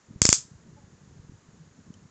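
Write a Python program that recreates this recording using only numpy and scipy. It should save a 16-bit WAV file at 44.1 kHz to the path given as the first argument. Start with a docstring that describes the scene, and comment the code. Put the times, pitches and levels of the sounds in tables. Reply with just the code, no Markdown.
"""Low hiss and soft bumps of handling come first, then four cracks of a handheld stun device near a microphone.
Each crack is a cluster of echoed impulses exciting resonators, over a low push from microphone overload;
band-filtered noise decaying exponentially is the brief answer of the quiet furnished room.
Weak sputters follow the second spark. Gated sinusoids make the bumps and a short hum, and a
decaying tone with noise makes each faint tick; spectrally shaped noise is the hiss of the recorder."""
import sys
import numpy as np
from scipy import signal
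from scipy.fft import rfft, irfft
from scipy.io import wavfile

SR = 44100
rng = np.random.default_rng(int(sys.argv[2]) if len(sys.argv) > 2 else 0)


def natural_amplitude(level_db):
    """Convert a level in decibels to a linear amplitude factor, elementwise."""
    exponent = np.asarray(level_db, float) / 20
    return 10 ** exponent


def materialize(psi):
    """Save the field psi as 16-bit PCM at rate SR to the path in sys.argv[1].

    A 1-D psi becomes a single channel; in a 2-D psi each row is a channel.
    """
    bounded = np.clip(np.atleast_2d(psi).T, -1, 1)
    quanta = np.round(bounded * 32767).astype(np.int16)
    wavfile.write(sys.argv[1], SR, quanta)


N = 92610   # samples: 2.1 s

# sparks: [t/s, level/dB (sets the room; the crack itself is limited), signed drive of the low push,
#          duration of that drive/s, level of the lower ring against the upper/dB]
SPARKS = [(.2173, 1.4, 0.26, 0.0036, -7), (0.2524, 1.3, -0.26, 0.0017, -1.5),
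          (0.2897, 2.4, 0.27, .003, -10.5), (0.3274, 2.44, -0.14, 0.00091, -7.5)]


def rms_one(x):
    """Normalisation: scale to a root mean square of 1."""
    return x / np.sqrt(np.mean(x ** 2) + 1e-20)


def at_hz(points, hz):
    """Linear interpolation of a table along a logarithmic frequency axis."""
    p = np.array(points, float)
    return np.interp(np.log(hz), np.log(p[:, 0]), p[:, 1])


def coloured(x, spectrum):
    """Spectral shaping: multiply the Fourier transform of noise by a magnitude response."""
    hz = np.maximum(np.arange(len(x) // 2 + 1) * SR / len(x), 1)
    return irfft(rfft(x) * natural_amplitude(at_hz(spectrum, hz)), len(x))


def drift(rate_hz, size):
    """Slow random fluctuation of rms 1: white noise through a double-pole low-pass."""
    r = np.exp(-2 * np.pi * rate_hz / SR)
    settled = signal.lfilter([1], [1, -2 * r, r * r], rng.standard_normal(size + SR))[SR:]
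    return rms_one(settled)


def band_pass(x, low_hz, high_hz):
    """Butterworth band-pass: maximally flat between its two edges."""
    return signal.sosfilt(signal.butter(2, [low_hz, high_hz], "band", fs=SR, output="sos"), x)


def resonate(x, hz, width_hz):
    """Damped resonator: a unit impulse excites a decaying sine that starts from height 1."""
    r, w = np.exp(-np.pi * width_hz / SR), 2 * np.pi * hz / SR
    return signal.lfilter([0, np.sin(w)], [1, -2 * r * np.cos(w), r * r], x)


def add(out, s, x):
    """Superposition: mix x into out from time s."""
    i = int(s * SR)
    out[i:i + len(x)] += x[:max(len(out) - i, 0)]


def top_cut(x):
    """Band limiting: an elliptic low-pass forms the steep upper edge of the recorder."""
    return signal.sosfilt(signal.ellip(7, .5, 60, 8600, fs=SR, output="sos"), x)


def recorder_hiss():
    """Stationary random noise, with the coloured spectrum of the recorder."""
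    # spectrum of the hiss: [f/Hz, relative level/dB]
    hiss_spectrum = [(150, -30), (300, -7.5), (450, -7), (650, -15), (1000, -12), (1810, -14.5),
                     (2300, -20), (3270, -22), (5500, -20.5), (7030, -14), (7700, -24), (8000, -35.5),
                     (8810, -37), (9300, -58), (16000, -60), (17000, -80), (22000, -72)]
    return natural_amplitude(-63.5) * rms_one(coloured(rng.standard_normal(N), hiss_spectrum))


def rumble():
    """Amplitude-modulated band noise: the restless, lumpy rumble of the hand."""
    # course of the rumble before lumps are normalised to it: [t/s, level/dB]
    rumble_course = [(0, -72), (.07, -67), (0.112, -47), (0.171, -52.5), (.2, -59), (.6, -59.5),
                     (0.718, -50.5), (.8, -57), (.97, -60), (1.1, -55), (1.3, -56), (1.42, -61),
                     (1.62, -55.5), (1.85, -58), (1.9, -53.5), (2.1, -62)]
    low_hz, high_hz, lumps_db, lumps_hz = 65.36, 234.3, 3, 30
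    s, db = np.transpose(rumble_course)
    noise = band_pass(rng.standard_normal(N), low_hz, high_hz) * natural_amplitude(lumps_db * drift(lumps_hz, N))
    return rms_one(noise) * natural_amplitude(np.interp(np.arange(N) / SR, s, db))


def bumps():
    """Gaussian-windowed sinusoids whose falling instantaneous frequency gives each bump its sag."""
    # bumps of handling: [t/s at the top, level/dB of the fundamental, f/Hz at the top,
    #                     full width at half height/s]
    bump_events = [(0.11, -36.5, 193, 0.0054), (0.163, -33, 102, 0.0067), (0.392, -50, 133, 0.021),
                   (0.453, -44.5, 167, 0.0054), (0.519, -40, 136, 0.0091), (0.555, -45, 106, 0.023),
                   (0.654, -53, 123, 0.038), (0.693, -46, 173, 0.022), (0.732, -43, 127, 0.0086),
                   (0.757, -45, 150.5, 0.011), (0.843, -43, 133, 0.0066), (0.94, -50.5, 143, 0.025),
                   (1.017, -45, 141, 0.01), (1.038, -46, 157, 0.0088), (1.079, -41.5, 146, 0.0066),
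                   (1.128, -45.5, 121, 0.017), (1.172, -46, 153.7, 0.022), (1.2, -37.5, 107.5, 0.0086),
                   (1.24, -72, 178, 0.058), (1.297, -35, 125, 0.005), (1.322, -38, 144, 0.003),
                   (1.345, -44.5, 118, 0.02), (1.49, -42, 129, 0.0054), (1.539, -45, 132, 0.01),
                   (1.574, -58, 152, 0.0093), (1.616, -43.5, 151.7, 0.03), (1.68, -48, 148.8, 0.0087),
                   (1.752, -62, 168, 0.0053), (1.792, -43, 214, 0.0074), (1.88, -45, 145, 0.014),
                   (1.906, -33.5, 184.8, 0.0064), (1.989, -52, 123.3, 0.016), (2.033, -49, 145, 0.019),
                   (2.057, -42.5, 162, 0.0083)]
    sag_per_s, overtone_db = 22, -19
    out, t = np.zeros(N), np.arange(-SR // 25, SR // 25) / SR
    for (s, db, hz, width), (phase, sag) in zip(bump_events, rng.random((len(bump_events), 2))):
        shape = .5 ** ((2 * t / width) ** 2)
        turn = 2 * np.pi * (phase + hz * t * (1 - sag_per_s * sag * t))
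        overtone = natural_amplitude(overtone_db) * shape * np.sin(2 * turn + 2 * np.pi * sag)   # sharpens the bump
        add(out, s + t[0], natural_amplitude(db) * shape * (np.sin(turn) + overtone))
    return out


def ticks():
    """Exponential decay: a ringing tone and resonant noise fade together in each faint tick."""
    # ticks: [t/s, level/dB of the ring, f/Hz]
    tick_events = [(1.9395, -53, 3070), (.186, -68.5, 5800)]
    ring_t60_s, noise_db, noise_t60_s, attack_s = .035, 3, .022, 0.00089
    out, t = np.zeros(N), np.arange(SR // 10) / SR
    for s, db, hz in tick_events:
        noise = rng.standard_normal(len(t))
        noise = rms_one(resonate(resonate(noise, 6200, 2200), 6200, 2200))
        ring = natural_amplitude(-60 * t / ring_t60_s) * np.sin(2 * np.pi * hz * t)
        fading_noise = natural_amplitude(noise_db - 60 * t / noise_t60_s) * noise
        add(out, s, natural_amplitude(db) * np.minimum(t / attack_s, 1) * (ring + fading_noise))
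    return out


def hum():
    """Harmonic series: whole multiples of one pitch swell and fade under a squared sine."""
    # stretches of hum: [t/s at the start, duration/s, f/Hz of the fundamental, reference level/dB]
    hum_stretches = [(0.756, 0.048, 286.6, -60.5), (.81, 0.047, 277.3, -67)]
    # harmonics: [multiple of the fundamental, level/dB against the reference]
    hum_harmonics = [(1, 5), (2, 1), (3, 5)]
    out, t = np.zeros(N), np.arange(SR // 10) / SR
    for s, length, hz, db in hum_stretches:
        shape = np.sin(np.pi * np.minimum(t / length, 1)) ** 2
        tones = sum(natural_amplitude(db + k_db) * np.sin(2 * np.pi * k * hz * t) for k, k_db in hum_harmonics)
        add(out, s, shape * tones)
    return out


def room():
    """Reverberation: grainy noise swells after each spark, then decays in two slopes in each band."""
    # spectrum of the room's answer: [f/Hz, relative level/dB]
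    room_spectrum = [(250, -53.5), (700, -35), (1200, -27), (2090, -25.5), (3000, -21), (3950, -17.5),
                     (5390, -8), (6100, -5), (7300, -7.1), (7700, -0.5), (8050, -18.5), (8600, -19),
                     (11000, -49)]
    # first slope of the decay: [f/Hz, reverberation time T60/s]
    room_decay = [(400, 0.3), (1500, 0.2), (3500, .18), (7000, 0.17), (9000, .17)]
    room_db, delay_s, rise_s, grain_db = -14.5, .004, 0.0047, 1.5
    late_db, late_t60_s = -28.5, 0.467   # slower second slope, level against the first
    out, t = np.zeros(N), np.arange(SR // 2) / SR
    edges = 250 * 2 ** np.arange(0, 5.6, .5)   # half-octave bands, Hz
    swell = 1 - np.exp(-(t / rise_s) ** 2)
    for s, db, *_ in SPARKS:
        noise = rms_one(coloured(rng.standard_normal(len(t)), room_spectrum))
        noise = noise * natural_amplitude(grain_db * drift(250, len(t)))
        tail = 0
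        for low, high in zip(edges, edges[1:]):
            early = natural_amplitude(-60 * t / at_hz(room_decay, np.sqrt(low * high)))
            late = natural_amplitude(late_db - 60 * t / late_t60_s)
            tail = tail + band_pass(noise, low, high) * (early + late)
        add(out, s + delay_s, natural_amplitude(db + room_db) * tail * swell)
    return out


def crack(clicks, lower_db):
    """Modal excitation: clicks ring the resonances of device and microphone; peak 1 after the top cut."""
    # lesser resonances: [f/Hz, bandwidth/Hz, level/dB against the upper ring]
    lesser_rings = [(1250, 380, -14.5), (2203, 730, -15), (3410, 160, -22.5), (4440, 1200, -16)]
    rings = [(6930, 510, 0), (5384, 740, lower_db)] + lesser_rings   # upper ring, lower ring, the rest
    x = 0
    for k, (hz, width_hz, db) in enumerate(rings):
        x = x + natural_amplitude(db) * (-1) ** k * resonate(clicks, hz, width_hz)   # signs alternate
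    first = clicks * (np.cumsum(clicks != 0) == 1)
    x = x + natural_amplitude(-0.5) * band_pass(first, 594.9, 2050)   # broad middle of the first arrival
    x = signal.sosfilt(signal.cheby2(4, 20, 8546, fs=SR, output="sos"), x)   # upper shoulder
    x = x + natural_amplitude(-20.5) * resonate(clicks, 8570, 300)   # ring above the shoulder
    x = np.tanh(1.6 * x / np.abs(x).max())   # the capsule rounds the highest peaks
    return x / np.abs(top_cut(x)).max()


def sputters():
    """Excitation by differentiated noise bursts: weak discharges between sparks, with little body."""
    # weak discharges: [t/s, level/dB at the peak]
    sputter_events = [(.2639, -15), (.2651, -11), (.2663, -13)]
    burst_s = .0005
    out, t = np.zeros(N), np.arange(SR // 20) / SR
    for s, db in sputter_events:
        clicks = np.diff(rng.standard_normal(len(t)) * (t < burst_s), prepend=0)
        add(out, s, natural_amplitude(db) * crack(clicks, SPARKS[1][4]))
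    return out


def sparks():
    """Early reflection and overload: clustered arrivals crack over a high-passed push that swings back."""
    # arrivals of one crack from near surfaces: [delay t/s, level/dB], both scattered below
    arrivals = [(0, -2.1), (.00028, -3.5), (.00069, 2), (.00110, -2), (.00207, -11.5), (.00248, -15),
                (.00317, -17), (.00358, -14)]
    scatter_s, scatter_db = .000012, 2.5
    push_cut_hz, push_damping = 70, .55
    push_lean = 0.51   # under 1: the push rises faster than it falls
    saturation_db = .3
    out, t = np.zeros(N), np.arange(SR // 20) / SR
    w = 2 * np.pi * push_cut_hz
    swing = signal.bilinear([1, 0, 0], [1, 2 * push_damping * w, w * w], SR)
    for s, db, height, length, lower_db in SPARKS:
        chance, clicks = rng.standard_normal((len(arrivals), 2)), np.zeros(len(t))
        for (lag, lag_db), (early, loud) in zip(arrivals, chance):
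            add(clicks, abs(lag + scatter_s * early), [natural_amplitude(lag_db + scatter_db * loud)])
        drive = np.sin(np.pi * np.minimum(t / length, 1) ** push_lean)
        push = height * signal.lfilter(*swing, drive)
        snap = np.sign(height) * crack(clicks, lower_db)
        heard = top_cut(snap)
        # push and crack together reach the peak, at most saturation
        headroom = (natural_amplitude(min(db, saturation_db)) - push * np.sign(heard)) / (np.abs(heard) + 1e-9)
        add(out, s, headroom.min() * snap + push)
    return out


def scene():
    """Linear superposition of all sources in one channel."""
    return (rumble() + bumps() + ticks() + hum() + room() + sputters() + sparks())[None]


def band_limit(x):
    """A steep low-pass at the top of the band."""
    return signal.sosfilt(signal.butter(12, 8960, fs=SR, output="sos"), x)


def record(dry):
    """Band limiting, additive noise and hard clipping at full scale in the recorder."""
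    noisy = top_cut(dry) + recorder_hiss()
    mix = np.clip(noisy, -1.0, 1.0)
    return band_limit(mix)


dry = scene()
out = record(dry)
materialize(out)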